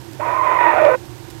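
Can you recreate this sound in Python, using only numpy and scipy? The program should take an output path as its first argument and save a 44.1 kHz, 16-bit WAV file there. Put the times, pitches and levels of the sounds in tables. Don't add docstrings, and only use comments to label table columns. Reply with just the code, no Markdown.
import sys
import numpy as np
from scipy import signal
from scipy.fft import rfft, irfft
from scipy.io import wavfile

SR = 44100
rng = np.random.default_rng(int(sys.argv[2]) if len(sys.argv) > 2 else 0)


def generate_wav(signal):
    frames = np.transpose(np.atleast_2d(signal))
    scaled = np.clip(frames, -1, 1) * 32767
    pcm = np.round(scaled).astype(np.int16)
    wavfile.write(sys.argv[1], SR, pcm)


def volts(x):
    e = np.asarray(x, float) / 20
    return 10 ** e


N = 61739

# (time [s], pitch [Hz], effort [dB], breath re tone [dB], overtone boost [dB])
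CALL = [(0.193, 588.5, -12.5, -22, -11), (.203, 594.3, -29, -2.5, -4), (.208, 939.7, -18.5, -7, -2.5),
        (.225, 988, -23, -5, -10), (.243, 1068, -24, -8, 5), (0.258, 935, -22, -2, -14),
        (0.387, 1057, -17, -9.5, -3), (.415, 1005, -14.5, -16, -1.5), (0.443, 1100, -19.5, -5, -2),
        (0.469, 1002, -14.5, -9.5, 1.5), (0.522, 1025, -15.5, -6, 1), (.568, 1000, -15.5, -7.5, 5),
        (.581, 1037, -17, -11.5, 5), (.594, 960, -14.5, -4, 3.5), (.7, 930, -15, -4, 2),
        (.714, 900, -19, 1.5, 6), (.756, 820, -19, 0, 2), (.775, 702.3, -11.5, -7, -0.5),
        (.795, 690.4, -14.5, -6.5, 6.5), (.812, 620.6, -15.5, -4, -1.5), (.858, 600, -14, -6, 1),
        (.888, 585, -10, -10.5, -3), (0.899, 517.7, -13, -10, 6), (.954, 503, -16.5, -9.5, 6.5),
        (0.961, 489.4, -55, -1, 15.5)]
# (multiple of the pitch [1], level [dB])
OVERTONES = [(1, 4.5), (2, -10.5), (3, -19), (4, -21.5), (5, -29)]
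# (time [s], rms pitch jitter [share of pitch])
ROUGHNESS = [(.2, .02), (.26, .032), (.37, .028), (.41, .015), (.45, .03), (.69, .04), (.715, .11),
             (.8, .08), (.82, .055), (.89, .06), (.91, .045)]
# (time [s], added level [dB])
SURGES = [(.607, 4), (.668, 4), (.849, 4)]
# (frequency [Hz], relative density [dB per Hz])
BREATH_SPECTRUM = [(150, -23), (400, -2.5), (900, 1.5), (1500, -11.5), (2500, -8), (3000, -23.5),
                   (4000, -29), (6000, -65)]
# (frequency [Hz], width before its lower limit [Hz], level [dB])
BOX_MODES = [(330.5, 21.2, 2.5), (524, 70, 0), (622.2, 49.4, 2.5), (960, 104.4, 2.5), (1231, 110, 0),
             (1482, 46, 7), (1859, 111, 2), (2395, 297, 0), (3570, 240, -6)]
# (time [s], noise rms at onset before microphone gain [dB])
RUSTLES = [(0.132, -37), (0.5424, -43), (1.0547, -42.5), (1.1574, -43), (1.303, -38), (1.3083, -40)]
# (frequency [Hz], relative density [dB per Hz])
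SHAVINGS_SPECTRUM = [(1000, -11), (3000, -1), (9000, -4), (16000, -7)]
# (frequency [Hz], relative density [dB per Hz])
RUMBLE_SPECTRUM = [(15, -56), (25, -15.5), (43, -47), (59, -6.5), (92, -10.5), (119, 1.5), (141, -5.5),
                   (162, -24), (202, -14.5), (248, -21.5), (266, -11.5), (300, -10.5), (338, 2.5),
                   (394, -18.5), (546, -18), (659, -23), (796, -16.5), (852, -28), (913, -14), (977, -20.5),
                   (1500, -34), (1950, -59), (3300, -120)]
# (frequency [Hz], relative density [dB per Hz])
HISS_SPECTRUM = [(710, -20), (1200, -6.5), (1470, 1), (2120, -2.5), (5800, -6.5), (9290, -11),
                 (10200, -17.5), (11500, -8), (14600, -18), (15500, -26)]
# (frequency [Hz], relative density [dB per Hz])
IDLE_SPECTRUM = [(20, -6), (60, 5), (200, -14), (1000, -16), (9000, -19), (10500, -35), (15000, -40),
                 (16000, -26)]

JITTER_TOP_HZ, SHIMMER_TOP_HZ = 150, 120
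SHIMMER = .33
PULSED = .65
THROAT_TOP_HZ = 2670
ATTACK_S, SURGE_S = .004, .004
RELEASE_LEAD_S, RELEASE_DECAY_S = .006, .003
DIRECT_DB = -10
NARROWEST = .045
RUSTLE_DECAY_S = .002
FIELD_HZ, FIELD_START_S = 59.94, .0154
BUZZ_DB, ODD_FIELD_DB, BUZZ_SPREAD_DB = -27.5, -4, 1.2
BUZZ_LOW_HZ, BUZZ_HIGH_HZ = 2500, 12000
RUMBLE_DB, HISS_DB = -39, -49.5
IDLE_DB = -88
MIC_DB = 6
CEILING = .995


def owlet():
    t = np.arange(N) / SR
    s, hz, effort_db, breath_db, boost_db = np.transpose(CALL)
    jitter = np.interp(t, *np.transpose(ROUGHNESS)) * wander(JITTER_TOP_HZ)
    pitch = np.interp(t, s, hz) * (1 + jitter)
    phase = 2 * np.pi * np.cumsum(pitch) / SR

    boost = np.interp(t, s, boost_db)
    tone = np.zeros(N)
    for k, db in OVERTONES:
        level_db = db + (k > 1) * boost
        tone = tone + volts(level_db) * np.cos(k * phase)
    tone = tone * (1 + SHIMMER * wander(SHIMMER_TOP_HZ))
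    throat = signal.butter(4, THROAT_TOP_HZ, fs=SR, output="sos")
    tone = signal.sosfilt(throat, tone)

    puffs = 1 + PULSED * np.cos(phase)
    breath = coloured(puffs * rng.standard_normal(N), BREATH_SPECTRUM)
    voice = evened(tone) + volts(np.interp(t, s, breath_db)) * breath

    attack = np.clip((t - s[0]) / ATTACK_S, 0, 1) ** 2
    release = np.exp(-np.maximum(t - s[-1] + RELEASE_LEAD_S, 0) / RELEASE_DECAY_S)
    surge_db = sum(db * np.exp(-((t - at) / SURGE_S) ** 2) for at, db in SURGES)
    effort = volts(np.interp(t, s, effort_db) + surge_db)
    return box(attack * release * effort * voice)


def box(x):
    out = volts(DIRECT_DB) * x
    for k, (hz, width, db) in enumerate(BOX_MODES):
        quality = hz / max(width, NARROWEST * hz)
        mode = signal.lfilter(*signal.iirpeak(hz, quality, fs=SR), x)
        out = out + (-1) ** k * volts(db) * mode
    return out


def rustles():
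    t = np.arange(N) / SR
    shape = np.zeros(N)
    for s, db in RUSTLES:
        shape = shape + volts(db) * (t >= s) * np.exp(-np.abs(t - s) / RUSTLE_DECAY_S)
    return shape * coloured(rng.standard_normal(N), SHAVINGS_SPECTRUM)


def buzz():
    at = np.arange(FIELD_START_S, N / SR, 1 / FIELD_HZ)
    alternation_db = ODD_FIELD_DB * (np.arange(len(at)) % 2)
    spread_db = BUZZ_SPREAD_DB * rng.standard_normal(len(at))
    clicks = np.zeros(N)
    clicks[(at * SR).astype(int)] = volts(BUZZ_DB + alternation_db + spread_db)
    band = signal.butter(1, [BUZZ_LOW_HZ, BUZZ_HIGH_HZ], "band", fs=SR)
    return signal.lfilter(*band, clicks)


def rumble():
    return volts(RUMBLE_DB) * coloured(rng.standard_normal(N), RUMBLE_SPECTRUM)


def hiss():
    return volts(HISS_DB) * coloured(rng.standard_normal(N), HISS_SPECTRUM)


def circuit_noise():
    return volts(IDLE_DB) * coloured(rng.standard_normal(N), IDLE_SPECTRUM)


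def evened(x):
    return x / np.sqrt(np.mean(x ** 2) + 1e-20)


def coloured(x, points):
    f, db = np.transpose(points)
    hz = np.fft.rfftfreq(len(x), 1 / SR)
    weight = volts(np.interp(np.log(hz + 1), np.log(f + 1), db))
    return evened(irfft(rfft(x) * weight, len(x)))


def wander(top_hz):
    lowpass = signal.butter(2, top_hz, fs=SR)
    return evened(signal.lfilter(*lowpass, rng.standard_normal(N)))


def scene():
    background = rumble() + hiss()
    right = owlet() + background + buzz() + rustles()
    return np.array([np.zeros(N), right])


def top_cut(x):
    return signal.sosfilt(signal.butter(12, 15690, fs=SR, output="sos"), x)


def record(dry):
    idle = circuit_noise()
    limited = np.clip(volts(MIC_DB) * dry, -CEILING, CEILING)
    mix = limited + np.array([idle, np.zeros(N)])
    return top_cut(mix)


dry = scene()
out = record(dry)
generate_wav(out)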